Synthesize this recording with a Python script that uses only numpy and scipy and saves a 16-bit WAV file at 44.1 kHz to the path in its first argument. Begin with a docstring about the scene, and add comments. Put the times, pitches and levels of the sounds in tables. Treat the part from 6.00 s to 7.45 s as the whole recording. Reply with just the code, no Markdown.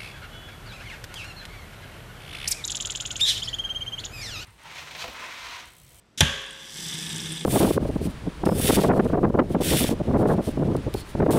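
"""A pellet cracks through a row of full plastic bottles beside the microphone, 30 ms after an air gun
fires from down a hard-walled room. The bottle walls burst and ring, the bottles thump on their board
and the room rings out. Jets of water then land: dense drops hiss and patter, larger ones pip brightly,
clumps rattle on the plastic and the surface under the jet drums low."""
import sys
import numpy as np
from scipy import signal
from scipy.io import wavfile

SR = 44100
rng = np.random.default_rng(int(sys.argv[2]) if len(sys.argv) > 2 else 0)


def transcribe(signal):
    """Save signal, clipped to [-1, 1], as a 16-bit WAV file at the path in sys.argv[1]."""
    frames = np.atleast_2d(signal).T
    limited = np.clip(frames, -1, 1)
    pcm = np.round(limited * 32767).astype(np.int16)
    wavfile.write(sys.argv[1], SR, pcm)


N = 63945
T = np.arange(N) / SR

# pellet on bottle walls (time [s], crack level [dB], wall ring level [dB], decay [s], low-pass [Hz])
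PELLET_HITS = [(.2064, -7.5, -6.5, 0.0012, 12900), (.2079, -10, 2.5, .0012, 5000),
               (.2106, -8, -6, 0.0014, 7000), (.2133, -12.5, -44, 0.0011, 2620),
               (.2152, -12, -25, 0.0023, 1470)]
# bursting wall (frequency [Hz], density [dB])
CRACK_SPECTRUM = [(60, -40), (200, 2), (450, -12.5), (900, -5), (1320, -14), (1600, 0), (2270, -0.5),
                  (3390, 5.5), (4400, -3), (5750, 2), (6500, -2), (7500, -6.5), (9000, 1), (11000, -3),
                  (15000, -10)]
# bottle wall (frequency [Hz], level [dB], T60 [s])
WALL_MODES = [(454, -7.5, 0.006), (663, -30.5, 0.089), (875, -27.5, 0.18), (1595, -22.5, 0.11),
              (2050, -25, 0.057), (2490, -24.5, 0.099), (3190, -18, 0.057), (3334, -4, 0.0082),
              (3470, -15.5, 0.052), (3710, -20, .03), (4840, -24, 0.03), (5780, -11.5, 0.028),
              (7500, -17, 0.019)]
# bottles and stand ringing on (frequency [Hz], level [dB], T60 [s])
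STAND_MODES = [(427, -47, 1.47), (537, -41, 1.66), (913, -41, 0.13), (1122, -39, 1.1), (1574, -37, 1),
               (1625, -38.5, 1.44), (1630, -64, 0.61), (1745, -48, 1.1), (3080, -38, 0.41), (3096, -36, .5),
               (3365, -32.5, 0.81), (3440, -35, 0.37), (3345, -43, 0.9), (3430, -33, 1)]
# room tail of the cracks (frequency [Hz], density [dB])
TAIL_SPECTRUM = [(35, -50), (60, -11), (81, -21), (102, -11), (138, 5), (209, -4), (246, 0), (295, -16),
                 (418, -6.5), (480, -17.5), (539, -6.5), (727, -15.5), (1100, -8), (1210, -12.5),
                 (1420, -10.5), (1600, -0.5), (2200, -10.5), (3340, -1.5), (4310, -16), (6530, -20),
                 (8620, -23.5), (10400, -19.5), (15000, -45)]
# bottles shoving the board (time [s], level [dB], length [s])
BOARD_SHOVES = [(0.207, -30, 0.0011), (0.2153, -17, 0.0034), (0.2268, -15.5, 0.0042)]
# board (frequency [Hz], level [dB], T60 [s])
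BOARD_MODES = [(45.6, -13, .9), (75.4, -8.5, 0.28), (106, -0.5, 0.048), (144, 6.5, 0.075), (175, -7, 0.083),
               (231, -4, 0.099), (278, -3.5, 0.13)]
# gun report (frequency [Hz], density [dB])
SHOT_SPECTRUM = [(59, -40), (100, -1), (1090, -27.5), (1560, -11), (2090, -10), (2370, -12), (3050, -4.5),
                 (3760, 0), (4180, -13), (6480, -2), (8170, -12.5), (10500, -15), (15000, -31)]
# water landing (time [s], hiss [dB], patter [dB], drumming [dB])
FLOW_LEVELS = [(.22, -75.5, -77.5, -84), (.45, -57.5, -45.5, -58), (.53, -54.5, -50.5, -53.5),
               (.6, -50.5, -47, -58.5), (.73, -44.5, -46, -53), (.77, -39.5, -43.5, -50.5),
               (.85, -37, -41.5, -45), (0.929, -39, -38.5, -41.5), (1.03, -39.5, -39.5, -45),
               (1.2, -40.5, -39.5, -43), (1.32, -43, -39, -39.5), (1.4, -45.5, -42, -42.5),
               (1.45, -48, -43.5, -41.5)]
# drop hiss (frequency [Hz], density [dB])
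HISS_SPECTRUM = [(2500, -30), (4200, -0.5), (4500, -3.5), (4950, 6.5), (5250, -1.5), (5720, 5.5),
                 (6400, -1), (7000, -4), (7600, 2.5), (8900, -5), (10300, -5.5), (11700, -12.5),
                 (13700, -11), (15500, -18)]
# drop patter (frequency [Hz], density [dB])
PATTER_SPECTRUM = [(260, -28), (450, -10.5), (582, -36), (665, -22), (732, -17.5), (929, -12.5),
                   (1040, -17.5), (1120, -13.5), (1350, -17.5), (1740, -4.5), (1920, -12), (2170, -7.5),
                   (2340, -15), (3530, 0.5), (4400, -29), (5720, -45), (9680, -120)]
# large drops (time [s], level [dB], pitch [Hz], rise [cycles])
LARGE_DROPS = [(.4195, -33, 11800, 2.7), (0.4648, -34.5, 9100, 2.6), (.5069, -30.5, 8900, 1.9),
               (0.5099, -32.5, 9000, 4.5), (.531, -33.5, 8800, 2.6), (0.998, -27, 5700, 5.2),
               (1.0262, -23, 8800, 3.5), (1.073, -33.5, 5500, 4.8), (1.083, -28, 8900, 3),
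               (1.128, -25, 9300, 3.5), (1.0929, -21.5, 8900, 4.5), (1.144, -32, 8500, 2.5),
               (1.1525, -35, 8800, 3.3), (1.1607, -27, 6300, 4.5), (1.167, -22, 9100, 2.6),
               (1.1812, -23.5, 9250, 5), (1.202, -27, 5280, 7.6), (1.236, -25.5, 9000, 3.5),
               (1.2686, -28, 6350, 3.5), (1.2925, -29, 5740, 2.8), (1.3083, -26, 8700, 2.1),
               (1.3204, -22.5, 8500, 4), (1.3241, -19.5, 8500, 2.7), (1.330, -23.5, 9200, 3.5),
               (1.3695, -28.5, 8250, 7.2), (1.3795, -30, 8240, 3), (1.3957, -31, 8900, 2.5),
               (1.4081, -26.5, 8840, 3), (1.4092, -26.5, 3610, 6), (1.4184, -29, 8400, 2.9),
               (1.433, -26.5, 8300, 2.3)]
# drop clumps on plastic (time [s], level [dB], length [s])
CLUMPS = [(0.781, -37, .014), (0.848, -39.5, .02), (0.892, -36.5, 0.017), (0.919, -36, 0.03),
          (0.951, -33, 0.01), (0.973, -35.5, 0.032), (1.025, -33, 0.0092), (1.064, -34.5, 0.014),
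          (1.096, -33.5, 0.023), (1.116, -33, .024), (1.18, -35.5, 0.017), (1.194, -35, 0.011),
          (1.225, -35, 0.0072), (1.255, -36, 0.012), (1.296, -38.5, .035), (1.368, -37, 0.023),
          (1.41, -32, 0.012)]
# tapped plastic (frequency [Hz], density [dB])
CLUMP_SPECTRUM = [(500, -31), (1500, -20.5), (2300, -12), (3000, -10), (3450, 2), (3750, -1), (4200, -22),
                  (6000, -20), (10000, -45), (15000, -53)]
# surface under the jet (frequency [Hz], level [dB], T60 [s])
SURFACE_MODES = [(51, -8, .15), (128, -20, .15), (163, -1.5, 0.2), (201.3, 7, 0.052), (235, 3, 0.041),
                 (315.3, 0, .12), (347.5, -10, 0.12), (402, -14, 0.071)]
# room decay (frequency [Hz], T60 [s])
ROOM_T60 = [(60, 0.32), (250, 0.44), (600, 0.92), (1600, 1.0), (3300, 1), (5000, 0.89), (9000, 0.29),
            (15000, 0.35)]
# room air (frequency [Hz], density [dB])
AIR_SPECTRUM = [(15, -12), (25, 4), (44, 7), (404, -3.5), (856, -9.5), (1390, -10.5), (2850, -16),
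                (3090, -18), (4260, -21), (5420, -26), (15000, -51)]


def pellet_cracks(crack_rise_s=.00019, wall_rise_s=.00035, tail_db=-27):
    """Each plastic wall bursts and rings briefly; bottles, stand and room ring on."""
    hits = np.zeros(N)
    wall = ring(WALL_MODES) * (1 - np.exp(-T / wall_rise_s))
    for time_s, crack_db, wall_db, decay_s, top_hz in PELLET_HITS:
        burst = rng.choice([-1., 1.], N) * np.minimum(T / crack_rise_s, 1) * np.exp(-T / decay_s)
        crack = low_pass(colour(burst, CRACK_SPECTRUM), top_hz)
        crack *= np.linalg.norm(burst) / np.linalg.norm(crack)
        hits += delayed(amp(crack_db) * crack + amp(wall_db) * wall, time_s)
    tail = colour(room_response(), TAIL_SPECTRUM)
    tail *= amp(tail_db) / np.std(tail[:SR // 10])
    return hits + delayed(tail + ring(STAND_MODES), PELLET_HITS[1][0])


def board_thump():
    """Half-sine shoves ring the board under the bottles."""
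    push = np.zeros(N)
    for time_s, db, length_s in BOARD_SHOVES:
        pulse = np.sin(np.pi * np.minimum(T / length_s, 1))
        push += delayed(amp(db) * pulse / pulse.sum(), time_s)
    return convolve(push, ring(BOARD_MODES))


def gun_shot(time_s=.1748, level_db=-30, rise_s=.0023, t60_s=.8):
    """The far gun's report, smeared by the room into dying noise."""
    burst = unit(colour(rng.standard_normal(N), SHOT_SPECTRUM)) * np.minimum(T / rise_s, 1)
    return delayed(burst * amp(level_db - 60 * T / t60_s), time_s)


def water_jets(wet=.3):
    """Drops hiss, patter and pip, with room echo; the drumming stays dry."""
    times_s, *levels_db = np.transpose(FLOW_LEVELS)
    hiss_gain, patter_gain, drum_gain = (amp(np.interp(T, times_s, db)) for db in levels_db)
    direct = hiss_gain * unit(colour(drops(per_s=4700, spread_db=4), HISS_SPECTRUM))
    direct += patter_gain * unit(colour(drops(per_s=2500, spread_db=2.3), PATTER_SPECTRUM))
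    direct += clump_rattle()
    direct += hiss_gain * spatter()
    for time_s, db, hz, rise_cycles in LARGE_DROPS:
        direct += delayed(amp(db) * pip(hz, rise_cycles), time_s)
    spray = (direct + wet * convolve(direct, room_response())) / np.hypot(1, wet)
    return spray + drum_gain * jet_drumming()


def clump_rattle():
    """Clumps of drops rattle on the bottle walls."""
    envelope = sum(amp(db) * np.sin(np.pi * np.clip((T - time_s) / length_s, 0, 1) ** .7)
                   for time_s, db, length_s in CLUMPS)
    return envelope * unit(colour(drops(per_s=1500, spread_db=.72), CLUMP_SPECTRUM))


def spatter(per_s=170, centre_hz=8840, pitch_count=12, relative_db=-5.5, fade_in_s=1):
    """Random drops pip at scattered high pitches, fading in."""
    pitches_hz = centre_hz * np.exp(.12 * rng.standard_normal(pitch_count))
    pips = sum(convolve(drops(per_s / pitch_count, spread_db=2.5), pip(hz, rise_cycles=3))
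               for hz in pitches_hz)
    return amp(relative_db) * unit(pips) * np.minimum(T / fade_in_s, 1) ** 4


def pip(hz, rise_cycles, roughness=.53, top_hz=10600):
    """One drop's soft-edged tone; a random phase walk makes it splashy."""
    t = T[:2000]
    age = t * hz / rise_cycles
    envelope = (age * np.exp(1 - age)) ** 2
    smear_rad = roughness * np.cumsum(rng.standard_normal(len(t))) * np.sqrt(hz / SR)
    return low_pass(envelope * np.sin(2 * np.pi * hz * t + smear_rad), top_hz)


def jet_drumming(flutter_hz=162.3, flutter_db=.5, octave_db=-12.5, settle_span_s=(.65, 1.17)):
    """The jet drums on the surface it meets and flutters more as it settles."""
    phase = 2 * np.pi * np.cumsum(flutter_hz * (1 + .022 * drift(top_hz=21))) / SR
    tone = np.sin(phase) + amp(octave_db) * np.sin(2 * phase)
    flutter = unit((1 + .35 * drift(top_hz=25)) * tone)
    settled = np.interp(T, settle_span_s, [0, 1])
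    surface = unit(convolve(drops(per_s=600, spread_db=1.2), ring(SURFACE_MODES)))
    return amp(flutter_db) * settled * flutter + surface


def drops(per_s, spread_db):
    """Drop impacts: random clicks, a few larger than the rest."""
    sizes = amp(spread_db * np.minimum(rng.exponential(1, N), 4)) * rng.choice([-1, 1], N)
    return sizes * (rng.random(N) < per_s / SR)


def room_response(rise_s=.0027):
    """Diffuse echoes, each band dying at its own rate; energy 1."""
    hz, t, bands = signal.stft(rng.standard_normal(N), SR, nperseg=256)
    decay = amp(-60 * t / lookup(ROOM_T60, hz)[:, None])
    tail = signal.istft(bands * decay, SR, nperseg=256)[1][:N]
    tail *= 1 - np.exp(-T / rise_s)
    return tail / np.linalg.norm(tail)


def room_air(level_db=-60.5):
    """Quiet, steady low noise."""
    return amp(level_db) * unit(colour(rng.standard_normal(N), AIR_SPECTRUM))


def ring(modes):
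    """Dying sines of a struck body."""
    return sum(amp(db - 60 * T / t60_s) * np.sin(2 * np.pi * hz * T) for hz, db, t60_s in modes)


def colour(x, spectrum, size=4096):
    """Minimum-phase filter of energy 1, shaped to the spectrum."""
    hz = abs(np.fft.fftfreq(size, 1 / SR))
    log_gain = np.log(amp(np.maximum(lookup(spectrum, hz), -100)))
    taps = np.fft.ifft(np.exp(np.conj(signal.hilbert(log_gain)))).real
    return convolve(x, taps / np.linalg.norm(taps))


def lookup(table, hz):
    """Interpolates on a log-frequency axis."""
    knots_hz, values = np.transpose(table)
    return np.interp(np.log(hz + 1), np.log(knots_hz + 1), values)


def drift(top_hz):
    """Smooth random drift, rms 1."""
    return unit(low_pass(rng.standard_normal(N), top_hz))


def low_pass(x, hz):
    """Second-order Butterworth."""
    return signal.lfilter(*signal.butter(2, hz, fs=SR), x)


def convolve(x, response):
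    """Convolution cut to N samples."""
    return signal.fftconvolve(x, response)[:N]


def delayed(x, time_s):
    """Starts x at time_s."""
    return np.concatenate([np.zeros(round(time_s * SR)), x, np.zeros(N)])[:N]


def amp(db):
    """Decibels to gain."""
    return 10 ** (np.asarray(db) / 20)


def unit(x):
    """Scales to rms 1."""
    return x / np.sqrt(np.mean(x ** 2) + 1e-20)


def scene():
    """Room air, shot, impact and water; mono."""
    return (room_air() + gun_shot() + pellet_cracks() + board_thump() + water_jets())[None]


def record(dry, low_cut_hz=60, band_limit_hz=15250):
    """Microphone low cut, full-scale clipping, band limit."""
    high_passed = signal.lfilter(*signal.butter(2, low_cut_hz, "high", fs=SR), dry)
    taps = signal.firwin(127, band_limit_hz, window=("kaiser", 9), fs=SR)
    return signal.oaconvolve(np.clip(high_passed, -1, 1), taps[None], "same")


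dry = scene()
out = record(dry)
transcribe(out)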